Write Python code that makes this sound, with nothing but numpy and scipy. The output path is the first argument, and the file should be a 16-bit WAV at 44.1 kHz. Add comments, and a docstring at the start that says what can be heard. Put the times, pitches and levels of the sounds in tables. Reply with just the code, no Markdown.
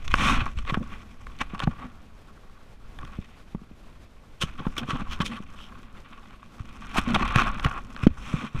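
"""On a boat, a small camera in a sealed plastic case is held by hand over a fish that flops in a landing net.
Fingers and strap rub, scuff and knock the case: runs of noisy slips ring its modes, as do the fish's wet slaps.
Jolts thump through the mount as short dying swings, and shaking noise rings its own modes.
Underneath lie a slow noise rumble that follows the handling, and the steady hiss of the microphone."""
import sys
import numpy as np
from scipy import signal
from scipy.fft import rfft, irfft
from scipy.io import wavfile
from scipy.ndimage import uniform_filter1d

SR = 44100
rng = np.random.default_rng(int(sys.argv[2]) if len(sys.argv) > 2 else 0)


def unload_audio(sound):
    """Save the sound as a 16-bit wav file, at the path given as the first command line argument."""
    columns = np.transpose(np.atleast_2d(sound))
    # keep every value between -1 and 1, then stretch to whole-number steps
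    steps = np.round(np.clip(columns, -1, 1) * 32767)
    wavfile.write(sys.argv[1], SR, steps.astype(np.int16))


def invert_db(x):
    """Field ratio 10**(x/20) for x, a level in decibels (scalar or array-like)."""
    u = np.asarray(x, float) / 20
    return 10 ** u


N = 379260

# handling of the case, as curves: [t/s, rubbing level/dB, treble against rubbing/dB, slow rumble level/dB]
HANDLING = [(0.0, -58, -19, -36.5), (0.15, -33.5, -17.5, -21), (0.42, -27, -35, -26),
            (0.54, -52.5, -11, -31.5), (0.92, -47.5, -29, -37), (1.1, -57.5, -17, -43.5),
            (1.62, -47.5, -34, -35), (2.11, -57, -47, -48), (2.77, -62.5, -39, -46),
            (3.02, -44.5, -49, -39), (3.31, -59, -22, -48), (4.37, -65, -35, -47.5), (4.45, -52, -17, -38),
            (4.94, -45, -31, -42), (5.08, -44, -27, -32.5), (5.45, -48.5, -28, -43.5),
            (5.9, -50.5, -42, -46), (6.5, -53.5, -27, -50.5), (6.97, -36, -27.5, -37),
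            (7.38, -26.5, -33, -27), (7.66, -36.5, -48, -33), (7.84, -45, -35, -40.5),
            (8.11, -43, -29, -46), (8.2, -51, -16, -36.5), (8.46, -37, -28, -48), (8.5, -53, -34, -58),
            (8.59, -38.5, -24, -29)]
# long smooth swipes of cloth across the case: [start t/s, length t/s, top level/dB, treble against it/dB]
SWIPES = [(0.127, 0.35, -19, -19), (8.113, 0.52, -38.5, -15.5)]
# ticks and scuffs on the case: [top t/s, low modes level/dB, middle against low/dB, rise t/ms, fall t/ms]
SCUFFS = [(0.079, -39, 5, 0.18, 1.8), (0.1404, -14, -6, 0.17, 1.18), (0.466, -28, -11.5, 2, 0.2),
          (0.588, -40.5, 1.5, 9.2, 7.5), (0.651, -45, -3.5, 0.3, 0.62), (0.676, -37.5, -4, 0.34, 3.9),
          (0.705, -29.5, -6, 13.7, 3.5), (0.743, -24.5, -6.5, 2.9, 6.3), (0.769, -37, -14, 0.28, 1.3),
          (0.927, -42.5, -4.5, 18, 36), (1.269, -39.5, -5, 1.6, 1.3), (1.389, -56, 7, 0.27, 0.92),
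          (1.417, -26, -2.5, 6.7, 3.4), (1.547, -64, 11, 0.25, 0.66), (1.554, -39, -8, 15, 6),
          (1.594, -39.5, 1.5, 0.81, 2.4), (1.602, -29, -3.5, 0.32, 1.7), (1.625, -31.5, -7, 8, 8.9),
          (1.64, -41.5, 3.5, 4.6, 1.8), (1.674, -27, -15.5, 1.8, 2.7), (1.712, -42.5, -8, 7.6, 16),
          (1.839, -45.5, -10.5, 48, 21), (2.988, -42.5, -3, 0.27, 1.3), (3.03, -40.5, -11, 0.25, 1.8),
          (3.05, -51.5, 3, 0.44, 2.3), (3.075, -49, -4, 1.5, 7.3), (3.125, -55, -9, 21, 16),
          (3.548, -41, -15, 0.49, 3.9), (6.959, -27, -20, 0.66, 5.4), (6.985, -22.5, -1.5, 15.4, 5.6),
          (7.089, -40, -1, .5, 1.9), (7.108, -36, -3.5, 6, 2), (7.144, -24.5, -1.5, 0.39, 9.1),
          (7.162, -18.5, -10.5, 2.4, 1.4), (7.231, -25, -6.5, 39, 1.5), (7.253, -41, 3, .4, 0.92),
          (7.278, -35.5, 0.5, 0.25, 1.5), (7.359, -19.5, -2, 0.55, 3.4), (7.404, -26.5, -3, 38, 15),
          (7.418, -24.5, -4, 3.4, 3.8), (7.461, -31, -8, .4, 3), (7.482, -29.5, -5, 12, 2.4),
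          (7.597, -33.5, -2, 0.96, 1.3), (7.648, -22, -3.5, 4.9, 4.8), (7.661, -27, -7.5, 1.7, 13.3),
          (7.713, -36.5, -4, 0.59, 3.4), (7.786, -36, -8.5, 52, 5.8), (7.964, -37, -5.5, 0.3, 0.77),
          (7.992, -44, -3, 0.84, 1.5), (8.035, -32, -2, 7.5, 8), (8.071, -32.5, -0.5, 1.6, 5)]
# wet slaps of the fish in the net: [top t/s, low modes level/dB, middle against low/dB, rise t/ms, fall t/ms]
SLAPS = [(4.419, -31.5, 4.5, 4.1, 12), (4.475, -51, -0.5, 13, 23), (4.595, -40, -5, 5.9, 5.8),
         (4.62, -45, -10, 0.5, 4.4), (4.653, -37, -12, 0.79, 2.4), (4.667, -34, -12, 0.28, 5.1),
         (4.705, -56, -2, 10, 7.5), (4.766, -38, 0, 0.28, 7.3), (4.778, -34.5, 4.5, 0.79, 11.4),
         (4.835, -39, -11, 18, 5.5), (4.903, -32, 0, 12, 15.4), (4.96, -34.5, -8, 22, 11),
         (5.005, -40.5, -7, 12, 10), (5.127, -42, 3.5, 15, 16), (5.203, -31.5, -3, 0.23, 9.4),
         (5.219, -41, 7, 5.5, 4.1), (5.258, -42, 7.5, 5.1, 13), (5.324, -40, -4.5, 14, 24),
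         (5.368, -43, -2, 9.2, 5.8), (5.62, -60.5, 6.5, 52, 41)]
# jolts through the mount that start with a push: [t/s, peak level/dB, settled pitch f/Hz]
PUSHES = [(0.723, -17.5, 140), (0.773, -15.5, 189), (1.412, -34, 218), (1.535, -24.5, 198),
          (1.6737, -11, 154.6), (3.037, -33.5, 140), (3.187, -23.5, 177), (3.548, -19.5, 180),
          (3.617, -35.5, 197), (3.712, -36, 204), (4.667, -14.5, 190), (4.887, -23.5, 210),
          (5.203, -14.5, 171), (5.403, -28, 192), (6.602, -26.5, 103), (6.983, -13.5, 192),
          (7.074, -19, 202), (7.161, -17.5, 217), (7.211, -19, 196), (8.068, 0.9, 213), (8.339, -12.5, 146)]
# jolts that start with a pull: [t/s, peak level/dB, settled pitch f/Hz]
PULLS = [(0.416, -23, 107), (0.57, -19.5, 52.4), (1.635, -21, 140), (4.436, -19, 155), (4.932, -19.5, 130),
         (7.3596, -8.5, 123), (7.6551, -13, 130), (8.033, -16, 117), (8.104, -19.5, 70.4),
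         (8.547, -20.5, 121)]
# shudders, in which the mount rattles for a moment: [start t/s, length t/s, top level/dB]
SHUDDERS = [(0.791, 0.056, -34.5), (1.79, 0.1, -42), (4.584, 0.047, -35.5), (4.793, 0.068, -33.5),
            (4.938, 0.029, -31.5), (4.974, 0.064, -35), (5.19, 0.11, -38), (5.27, 0.12, -41),
            (7.071, 0.12, -28.5), (8.065, 0.035, -35), (8.324, 0.02, -29), (8.408, 0.049, -33),
            (8.545, 0.033, -35.5)]
# modes the case rings with: [centre f/Hz, nominal width f/Hz, relative level/dB]
CASE = [(820, 380, -6), (1120, 163, 7), (1345, 565, 1.5), (1957, 440, -4), (2462, 630, 0.5),
        (3100, 750, -5.5), (3540, 650, -9), (4190, 660, -17), (5370, 660, -22), (6060, 2000, -20.5),
        (7690, 930, -26), (8970, 1800, -28.5), (10670, 480, -33), (11600, 1000, -38.5),
        (13700, 8600, -43.5)]
# modes the mount shakes at: [centre f/Hz, nominal width f/Hz, relative level/dB]
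MOUNT = [(140, 51, -0.5), (222, 90, 4), (245, 570, -17), (540, 160, -18.5)]
# spectrum of the slow rumble: [f/Hz, relative level per Hz/dB]
RUMBLE = [(8, 7.5), (25, 4.5), (60, -2), (110, -11.5), (300, -51), (20000, -100)]
# spectrum of the microphone hiss: [f/Hz, relative level per Hz/dB]
HISS = [(35, -31), (60, -0.5), (212, -5.5), (715, -13), (3420, -24), (14200, -41), (16000, -62)]


def rubbing():
    """Dense tiny slips and sharper catches ring the case; light rubs are patchy, hard rubs and swipes smooth."""
    rub, treble, _ = played(HANDLING)
    swipe, swipe_treble = swiping()
    level = rub + swipe
    treble = (treble * rub + swipe_treble) / level
    light = rub / level / (1 + rub / invert_db(-24))  # near 1 for a light rub, low for hard rubs and swipes

    slips = invert_db(1.76 * np.minimum(rng.exponential(1, N), 5))
    slips *= rng.random(N) < 12000 / SR  # 12000 slips a second on average
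    catch_odds = 110 / SR * np.minimum(rub / invert_db(-48), 1)  # rarer when the hand rests
    catches = 2.4 * rng.random(N) * (rng.random(N) < catch_odds) * light
    slips = slips + signal.lfilter([1], [1, -0.97], catches)
    slips *= lumps(ms=14, depth_db=3.97 * light)

    parts = case_parts()
    rings = []
    for part in parts:
        grains = slips * rng.standard_normal(N) * lumps(ms=33, depth_db=2.8 * light)
        rings.append(signal.oaconvolve(evened(grains) * level, part)[:N])
    low, middle, high = rings

    # each catch also snaps in the treble
    snaps = invert_db(1) * catches * light * rub * np.sign(rng.standard_normal(N))
    high = treble * high + signal.oaconvolve(snaps, parts[-1])[:N]
    return invert_db(-4.5) * low + invert_db(-3) * treble ** 0.2 * middle + high


def swiping():
    """Level of the cloth swipes and of their treble: each swells and ebbs."""
    lean, peakedness = 0.78, 4.1  # how early the top comes, how narrow it is
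    level, treble = np.zeros(N), np.zeros(N)
    for s, length, db, treble_db in SWIPES:
        progress = np.arange(0, 1, 1 / (length * SR))
        arch = np.sin(np.pi * progress ** lean) ** peakedness
        add(level, s, invert_db(db) * arch)
        add(treble, s, invert_db(db + treble_db) * arch)
    return level, treble


def scuffs(table, body_share, favour_db):
    """Each touch is a run of slips that swells to one sharp top and dies, ringing the case and the mount."""
    out = np.zeros(N)
    ms = np.arange(-60, 70, 1000 / SR)
    top = slice(*np.searchsorted(ms, (-2, 4)))  # the stretch at which levels are set
    favoured = favour_db * (np.arange(len(CASE)) == 5)  # lifts one case mode
    for s, db, middle_db, rise, fall in table:
        shape = np.exp(-abs(ms) / np.where(ms < 0, max(rise, 0.1), max(fall, 0.1)))
        slips = rng.standard_normal(len(ms)) * (2.4 + abs(rng.standard_normal(len(ms))))
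        run = slips * shape * lumps(ms=2.05, depth_db=3.16, count=len(ms))  # ragged
        # each touch lands on its own spot; a brighter one favours higher modes
        spot_db = 2.8 * rng.standard_normal(len(CASE)) + favoured
        responses = case_parts(1.9 * (middle_db + 2.5), spot_db)
        responses.append(ringing(MOUNT[2:]))  # the touch also stirs the upper modes of the mount
        rings = [signal.oaconvolve(run, response) for response in responses]
        low, middle, treble, body = (ring / np.std(ring[top]) for ring in rings)
        low = low + body_share * body
        treble_db = -14 + 1.75 * middle_db
        touch = low + invert_db(middle_db) * middle + invert_db(treble_db) * treble
        add(out, s + ms[0] / 1000, invert_db(db) * touch)
    return out


def jolts(table):
    """A one-sided push swings back and dies within a few cycles, dropping a little in pitch."""
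    out, t = np.zeros(N), np.arange(SR // 4) / SR
    for s, peak_db, hz in table:
        turns = hz * (t + 0.0005 * (1 - np.exp(-t / 0.01)))
        fade = invert_db(-11 * hz * t) + 0.095 * invert_db(-3.5 * hz * t)  # dB a cycle
        swing = np.sin(2 * np.pi * turns) * fade
        # the whole case lurches slowly
        swing -= 0.15 * np.sin(0.8 * np.pi * hz * t) * invert_db(-4 * hz * t)
        swing *= 1 - np.exp(-(hz * t / 0.16) ** 2)  # soft start
        add(out, s, invert_db(peak_db) * swing / abs(swing).max())
    return out


def sway():
    """Slow pressure rumble, and lumpy shaking that rings the mount; both follow the handling and the jolts."""
    rub, _, rumble = played(HANDLING)
    unrest = aftermath()
    rumble = rumble + invert_db(-9) * unrest
    shake = invert_db(-15) * (rub + swiping()[0]) ** 0.77  # grows 0.77 dB for each dB of rubbing
    shake = shake + invert_db(-19.5) * unrest + shuddering()
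    tugs = evened(rng.standard_normal(N) * lumps(ms=22, depth_db=2.5))
    shaking = signal.oaconvolve(tugs * shake, ringing(MOUNT))[:N]
    return rumble * coloured(RUMBLE) + shaking


def aftermath():
    """Unrest that each jolt leaves behind, building over a few ms and dying away."""
    settle_s = 0.076  # time to fall 60 dB
    kicks = np.zeros(N)
    for s, peak_db, _ in PUSHES + PULLS:
        kicks[round(s * SR)] = invert_db(peak_db)
    dying = signal.lfilter([1], [1, -invert_db(-60 / (settle_s * SR))], kicks)
    build = np.hanning(SR // 150)
    return signal.oaconvolve(dying, build / build.sum())[:N]


def shuddering():
    """Strength of the mount's rattling: each shudder swells and ebbs."""
    out = np.zeros(N)
    for s, length, db in SHUDDERS:
        progress = np.arange(0, 1, 1 / (length * SR))
        add(out, s, invert_db(db) * np.sin(np.pi * progress))
    return out


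def microphone_hiss():
    """Coloured noise whose level wavers a little."""
    return invert_db(-55.5) * coloured(HISS) * lumps(ms=51, depth_db=1.95)


def case_parts(tilt_db=0, spot_db=np.zeros(len(CASE))):
    """Low, middle and treble responses of the case, energy 1 each; tilt in dB an octave, spot in dB a mode."""
    middle_hz, treble_hz = 1800, 4700  # where the modes are split
    parts = [[], [], []]
    for (hz, width, db), more_db in zip(CASE, spot_db):
        octaves = np.log2(min(hz, 2 * middle_hz) / middle_hz)  # the tilt stops an octave up
        part = int(hz > middle_hz) + int(hz > treble_hz)
        parts[part].append((hz, width, db + more_db + tilt_db * octaves))
    return [ringing(modes) for modes in parts]


def ringing(modes, size=8192):
    """Causal minimum-phase response, energy 1, whose power spectrum is a sum of steep peaks."""
    f = abs(np.fft.fftfreq(size, 1 / SR))
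    power = sum(invert_db(2 * db) / (1 + (2 * (f - hz) / width) ** 2) ** 2.24 for hz, width, db in modes)
    log_gain = np.log(power + 1e-10) / 2
    spectrum = np.exp(np.conj(signal.hilbert(log_gain)))
    taps = np.fft.ifft(spectrum).real[:size // 2]
    return taps / np.linalg.norm(taps)


def coloured(points):
    """Steady noise of a given spectrum, rms 1."""
    f, db = np.transpose(points)
    hz = np.fft.rfftfreq(N, 1 / SR)
    gain = invert_db(np.interp(np.log(hz + 1), np.log(f + 1), db))
    return evened(irfft(rfft(rng.standard_normal(N)) * gain, N))


def lumps(ms, depth_db, count=N):
    """Random level changes of about ms length and depth_db rms, as gains."""
    wander = uniform_filter1d(rng.standard_normal(count), max(int(ms * SR / 1000), 1))
    return invert_db(depth_db * evened(wander))


def played(table):
    """The columns of a curve table as gains, sample by sample."""
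    s, *columns = np.transpose(table)
    return [invert_db(np.interp(np.arange(N) / SR, s, column)) for column in columns]


def evened(x):
    """Scales to rms 1."""
    return x / np.sqrt(np.mean(x ** 2) + 1e-20)


def add(mix, s, sound):
    """Mixes a sound in at s seconds."""
    part = mix[max(round(s * SR), 0):][:len(sound)]
    part += sound[:len(part)]


def scene():
    """Everything reaches one microphone inside the case."""
    touches = scuffs(SCUFFS, body_share=0.35, favour_db=0)
    slaps = scuffs(SLAPS, body_share=0.41, favour_db=6)
    thumps = jolts(PUSHES) - jolts(PULLS)
    return (rubbing() + touches + slaps + thumps + sway() + microphone_hiss())[None]


def low_pass(x):
    """Removes everything above the highest recorded frequency."""
    return signal.sosfilt(signal.butter(12, 16480, fs=SR, output="sos"), x)


def record(dry):
    """A limiter ducks the sound just after peaks over -2 dB and then lets go; the very top clips."""
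    peak_db = 20 * np.log10(abs(dry[0]) + 1e-9)
    fall = np.arange(N) * 30 / SR  # the tracked peak falls 30 dB a second
    tracked_db = np.maximum.accumulate(peak_db + fall) - fall
    over_db = np.maximum(tracked_db + 2, 0)
    late_db = np.r_[np.zeros(260), uniform_filter1d(over_db, 200)][:N]  # it reacts a few ms late
    ducked = dry / invert_db(3.5 * late_db)  # 3.5 dB down for each dB over
    lowpass = signal.firwin(255, 15600, fs=SR)[None]
    finished = signal.oaconvolve(np.clip(ducked, -1, 1), lowpass, "same")
    return low_pass(finished)


dry = scene()
out = record(dry)
unload_audio(out)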